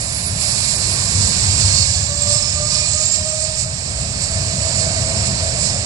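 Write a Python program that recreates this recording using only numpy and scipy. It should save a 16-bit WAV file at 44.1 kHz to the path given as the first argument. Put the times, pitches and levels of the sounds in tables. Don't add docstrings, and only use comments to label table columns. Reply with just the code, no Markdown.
import sys
import numpy as np
from scipy import signal
from scipy.fft import rfft, irfft, next_fast_len
from scipy.io import wavfile
from scipy.ndimage import uniform_filter1d, map_coordinates

SR = 44100
rng = np.random.default_rng(int(sys.argv[2]) if len(sys.argv) > 2 else 0)


def decibels_to_gain(level_db):
    exponent = np.asarray(level_db, float) / 20
    return 10 ** exponent


def output_pcm(signal):
    pcm = np.clip(np.atleast_2d(signal).T, -1, 1) * 32767
    wavfile.write(sys.argv[1], SR, np.round(pcm).astype(np.int16))


N = 257984
T = np.arange(N) / SR
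M = next_fast_len(N)
HZ = np.fft.rfftfreq(M, 1 / SR)

# [t/s, rumble level/dB, roar level/dB]
JET_LEVELS = [(0, -29.5, -43.5), (.5, -29, -42), (.95, -27.5, -38), (1.1, -25.5, -39), (1.6, -24, -38.5),
              (1.9, -26.5, -47.5), (2.1, -25.5, -44.5), (2.7, -27.5, -45), (3.4, -31.5, -47),
              (3.9, -27, -44), (4.4, -25.5, -42.5), (5.0, -25, -37), (5.5, -24.5, -39), (5.85, -28, -40)]


def on_log(hz, table, axis=1):
    rows = np.array(table, float)
    return np.interp(np.log(np.maximum(hz, 1)), np.log(rows[:, 0]), rows[:, axis])


def curves(table):
    s, *columns = np.transpose(table)
    return [np.interp(T, s, column) for column in columns]


def walk(rate):
    knots = rng.standard_normal(int(T[-1] * rate) + 2)
    return map_coordinates(knots, [T[::64] * rate], order=2).repeat(64)[:N]


def arch(at, length):
    return np.cos(np.pi / 2 * np.clip(2 * (T - at) / length, -1, 1))


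def noise_band(centre_hz, width_hz):
    bell = np.exp(-.5 * ((HZ - centre_hz) / width_hz) ** 2)
    band = irfft(rfft(rng.standard_normal(M)) * bell, M)[:N]
    return band / band.std()


def turbulence(colour, levels_db, centres_hz, shared_db, own_db, own_rate):
    swing = [db - 10 * np.log10(np.mean(decibels_to_gain(db) ** 2)) for db in levels_db]
    noise = rfft(rng.standard_normal((2, M))) * decibels_to_gain(on_log(HZ, colour)) * np.sqrt(SR / 2)
    lo, hi = colour[0][0], colour[-1][0]
    place = 3 * np.log2(np.maximum(HZ, 1) / lo)
    centres = 3 * np.log2(np.array(centres_hz) / lo)
    out, near = 0, walk(9)
    for k in range(int(3 * np.log2(hi / lo)) + 2):
        band = np.cos(np.pi / 2 * np.clip(place - k, -1, 1)) ** 2
        share = [np.interp(k, centres, one) for one in np.eye(len(swing))]
        near = 0.86 * near + 0.45 * walk(9)
        db = np.dot(share, swing) + shared_db * near + own_db * walk(own_rate)
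        out = out + decibels_to_gain(db) * irfft(noise * band, M)[:, :N]
    return out


def jet():
    # [f/Hz, level/dB per Hz]
    jet_colour = [(20, -58), (45, -57), (65, -46), (95, -43), (130, -48.5), (190, -54.5), (260, -65),
                  (450, -70.5)]
    throb = noise_band(97, 8) * decibels_to_gain(-24.5) * np.sqrt(arch(1.48, 1.05).clip(0))
    return turbulence(jet_colour, curves(JET_LEVELS), [150, 300], 1.0, 1.22, 7) + throb


def fan():
    # [t/s, level/dB]
    air = [(0.0, -23), (0.34, -23.5), (0.44, -18), (0.94, -18.5), (1.79, -14.5), (2.15, -23.5),
           (2.33, -18.5), (2.64, -22.5), (2.75, -16.5), (2.85, -20), (3.18, -23), (3.19, -23),
           (3.63, -24.5), (3.66, -27.5), (4.76, -20.5), (5.56, -21.5), (5.65, -21.5), (5.85, -24)]
    # [f/Hz, level/dB per Hz]
    fan_colour = [(450, -72), (640, -58.5), (800, -68), (1150, -66.5), (1350, -72), (2000, -62.5),
                  (2400, -60), (3200, -66.5), (4300, -53), (5400, -52.5), (6100, -60), (7600, -48),
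                  (9100, -62), (10300, -74)]
    # [t/s, length/s, level/dB]
    gusts = [(.1, 0.16, 0), (0.686, 0.18, 1), (1.24, 0.23, 2), (1.607, 0.062, 2.5), (2.328, 0.15, 2.5),
             (2.738, 0.056, 0.5), (3.021, 0.15, 2.5), (3.147, 0.071, 4), (3.44, 0.13, 1.5),
             (3.604, 0.13, 4.5), (4.236, 0.11, 3.5), (4.81, .12, 2.5), (5.268, 0.061, 3),
             (5.655, 0.21, 3.5)]
    air_db, = curves(air)
    roar_db = curves(JET_LEVELS)[1]
    gust_db = sum(db * arch(at, length) ** 2 for at, length, db in gusts)
    hump_db = 0.26 * roar_db + np.interp(T, (3.6, 4.7), (0, 6.5))
    middle_db = 0.47 * roar_db + 0.39 * air_db
    top_db = air_db + 1.63 * gust_db + 0.24 * T
    levels = [hump_db, middle_db, middle_db, air_db + gust_db, top_db]
    return turbulence(fan_colour, levels, [640, 900, 1800, 4300, 7400], .6, .6, 18)


def compressor():
    # [t/s, start f/Hz, fall/Hz per s, length/s, level/dB]
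    whistles = [(.0, 9690, 500, .072, -34), (.1, 9850, 928, .24, -29), (.1, 9520, 700, .14, -36),
                (.37, 9850, 1020, .27, -29), (.66, 9850, 900, .16, -30), (.87, 9830, 850, .11, -30),
                (.88, 9530, 600, .12, -35), (1.0, 9740, 400, .08, -35), (1.08, 9800, 500, .063, -32),
                (1.12, 9490, 200, .09, -36), (1.26, 9810, 200, .06, -33), (1.5, 9340, 200, .07, -37)]
    core_db = -27 - 2.5 * T + 1.2 * walk(5)
    out = noise_band(9700, 230) * decibels_to_gain(core_db) * np.clip((2.1 - T) / .8, 0, 1)
    quiver = walk(28.9)
    for start, hz, fall, length, db in whistles:
        span = slice(int(start * SR) + 1, int((start + length) * SR))
        age = T[span] - start
        swell = np.abs(np.sin(np.pi * age / length)) ** .5 * decibels_to_gain(db + 7 + 3 * quiver[span])
        cycles = hz * age - fall * age ** 2 / 2
        out[span] += swell * np.sin(2 * np.pi * cycles + .8 * quiver[span])
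    return out


def blades():
    # [t/s, blade rate f/Hz]
    spool_up = [(.9, 417), (1.3, 489), (1.6, 528.9), (1.85, 555.4), (2.1, 573), (2.4, 589.5), (2.7, 599),
                (3.0, 615), (3.4, 626), (3.9, 638.4), (4.5, 647.7), (5.85, 657.2)]
    low_db = [-49, -56.5]
    # [t/s, length/s, order 1 level/dB, order 2 level/dB]
    low_swells = [(1.74, .3, -50, -50), (2.55, 1.1, -54, -45), (2.13, .1, -37, -46), (2.3, .3, -33, -44),
                  (2.62, .14, -34, -42), (2.8, .12, -40, -43), (2.99, .16, -36, -45), (3.35, .55, -32, -50),
                  (3.68, .12, -39, -58), (4.4, .3, -36, -58), (4.6, .2, -37, -58), (4.92, .25, -36, -58),
                  (5.15, .3, -35, -58), (5.45, .4, -40, -60)]
    upper_db = [-49, -48, -49, -50, -42, -38, -38, -40, -38, -33, -31, -42, -55]
    # [t/s, level/dB]
    upper_swell = [(.9, -26), (1.4, -2), (1.8, 4), (3.1, 5), (3.5, -1), (5.85, -14.5)]
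    # [t/s, order, length/s, level/dB]
    flares = [(1.71, 5, .3, -33), (1.77, 8, .2, -18), (1.81, 7, .15, -29), (1.81, 9, .16, -21),
              (1.83, 4, .29, -34), (1.85, 15, .09, -24), (1.96, 8, .11, -26), (2.23, 13, .1, -20),
              (2.31, 6, .24, -34), (2.36, 13, .18, -17), (2.44, 9, .31, -21), (2.58, 12, .11, -25),
              (2.74, 9, .25, -21), (2.76, 8, .15, -20), (2.81, 4, .23, -32), (2.81, 12, .09, -21),
              (2.91, 7, .3, -30), (2.92, 12, .09, -22), (2.95, 13, .3, -25), (3.02, 11, .31, -22),
              (3.1, 12, .23, -14), (3.31, 12, .08, -23), (3.44, 12, .11, -22), (4.25, 7, .4, -28),
              (4.9, 7, .5, -29), (4.65, 12, .1, -22), (4.76, 11, .36, -22), (5.22, 8, .4, -28),
              (5.4, 7, .4, -30), (5.67, 8, .25, -26)]
    hz, = curves(spool_up)
    turn = 2 * np.pi * np.cumsum(uniform_filter1d(hz, SR // 5)) / SR
    swell_db, = curves(upper_swell)
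    size = []
    for column, db in zip((2, 3), low_db):
        size.append(decibels_to_gain(db) + sum(decibels_to_gain(row[column]) * arch(*row[:2]) for row in low_swells))
    size += [decibels_to_gain(db + swell_db + 2 * walk(7)) for db in upper_db]
    for at, order, length, db in flares:
        size[int(order) - 1] += decibels_to_gain(db - 3) * arch(at, length)
    stirred = np.interp(T, (3.6, 4.3), (0, .35))
    out = 0
    for order, level in enumerate(size, 1):
        scatter = np.minimum(.12 + .6 * np.log2(order) + stirred, .78)
        rate = 45 + 10 * order
        scattered = walk(rate) + 1j * walk(rate)
        ray = np.sqrt(1 - scatter) + np.sqrt(scatter / 1.4) * scattered
        out = out + level * np.imag(ray * np.exp(1j * order * turn))
    return np.sqrt(2) * out * np.clip((T - 1.1) / .7, 0, 1)


def scene():
    # [f/Hz, level/dB, likeness 0-1]
    shadow = [(28, .5, .75), (60, 2, .99), (150, 2, .99), (320, 1.5, .58), (600, 1.5, .92), (900, .5, .62),
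              (1700, 0, .72), (2020, -.5, .93), (2400, -10, .7), (3200, -7.5, .42), (4400, -15.5, .82),
              (5400, -21, .7), (6400, -19, .4), (7600, -42, .12), (8400, -33, .12), (9700, -27, .12)]
    # [f/Hz, phase/rad]
    port_phase = [(0, 0), (1550, -1.8), (2070, -3.0), (2760, -3.1), (3100, -2.7), (3700, -4.2),
                  (3960, -3.9), (5000, -5.6), (5770, -5.8), (6630, -7.7), (7060, -7.6), (9040, -5.2),
                  (9820, -3.4), (10900, -7.5)]
    direct, scattered = jet() + fan()
    tones = compressor() + blades()
    like = np.clip(on_log(HZ, shadow, axis=2), 0, 1)
    lag = np.exp(1j * np.interp(HZ, *np.transpose(port_phase)))
    heard = rfft(tones, M) + like * rfft(direct, M) + np.sqrt(1 - like ** 2) * rfft(scattered, M)
    left = irfft(decibels_to_gain(on_log(HZ, shadow)) * lag * heard, M)[:N]
    return np.array([left, direct + tones])


def drop_weak_bands(x):
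    # [f/Hz, left level/dB per Hz, right level/dB per Hz]
    audible = [(1000, -84, -84), (1400, -77, -76), (2000, -76, -72), (3300, -80, -73), (5000, -84, -78),
               (7500, -86, -80), (9200, -87, -80), (10100, -86, -78), (10400, -80, -77), (16000, -80, -77)]
    # [low f/Hz, high f/Hz, level/dB per Hz]
    cancel = (1920, 2060, -76.5)
    hz, s, z = signal.stft(x, SR, window="cosine", nperseg=2048, noverlap=1024)
    edges = np.r_[0:192:4, 192:1024:8]
    width = np.diff(np.r_[edges, len(hz)])
    bin_hz = 13
    per_hz = np.add.reduceat(np.abs(z) ** 2, edges, axis=1) / width[:, None] / bin_hz
    limit_db = np.array([on_log(hz[edges], audible, axis=side) for side in (1, 2)])[:, :, None]
    busy_db = np.interp(s, (1.5, 2), (2.5, -1.5))
    loud_db = 10 * np.log10(per_hz[:, 20:].mean(axis=1, keepdims=True) + 1e-20)
    busy_db = busy_db + .6 * (loud_db - loud_db.mean(axis=2, keepdims=True))
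    waver_db = 2.5 * rng.standard_normal(per_hz[:, :1].shape) + 2 * rng.standard_normal(per_hz.shape)
    keep = per_hz > decibels_to_gain(limit_db + busy_db + waver_db) ** 2
    keep[:, hz[edges] < audible[0][0]] = True
    inside = (hz > cancel[0]) & (hz < cancel[1])
    shared = z[:, inside].mean(axis=0)
    shared_per_hz = np.mean(np.abs(shared) ** 2, axis=0) / bin_hz
    z[:, inside] -= shared * (shared_per_hz < decibels_to_gain(cancel[2] + busy_db[1, 0] + waver_db[0, 0]) ** 2)
    z = z * np.repeat(keep, width, axis=1)
    return signal.istft(z, SR, window="cosine", nperseg=2048, noverlap=1024)[1][:, :N]


def haze():
    noise = rfft(rng.standard_normal((2, M)))
    high, wide = (irfft(noise * (HZ > lo) * (HZ < 15400), M)[:, :N] for lo in (12900, 11100))
    late = np.clip(T - 1.5, 0, 1)
    mix = (1 - late) * high / high.std() + late * decibels_to_gain(-7) * wide / wide.std()
    return mix * decibels_to_gain(-78 + 4 * walk(22))


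def band_limit(x):
    return signal.sosfilt(signal.butter(12, 15700, fs=SR, output="sos"), x)


def record(dry):
    narrow = np.exp(-.5 * ((HZ - 3700) / 280) ** 2)
    echo_s = .01007
    comb = decibels_to_gain(-2.5 * narrow) * (1 + .55 * narrow * np.exp(-2j * np.pi * HZ * echo_s))
    top = decibels_to_gain(np.interp(HZ, (10250, 10400, 10950, 11080, 12000, 15500), (0, -4, -3, -18, -30, -45)))
    rounded = 1.3 * np.tanh(dry / 1.3)
    filtered = irfft(rfft(rounded, M) * comb * top, M)[:, :N]
    return band_limit(drop_weak_bands(filtered) + haze())


dry = scene()
out = record(dry)
output_pcm(out)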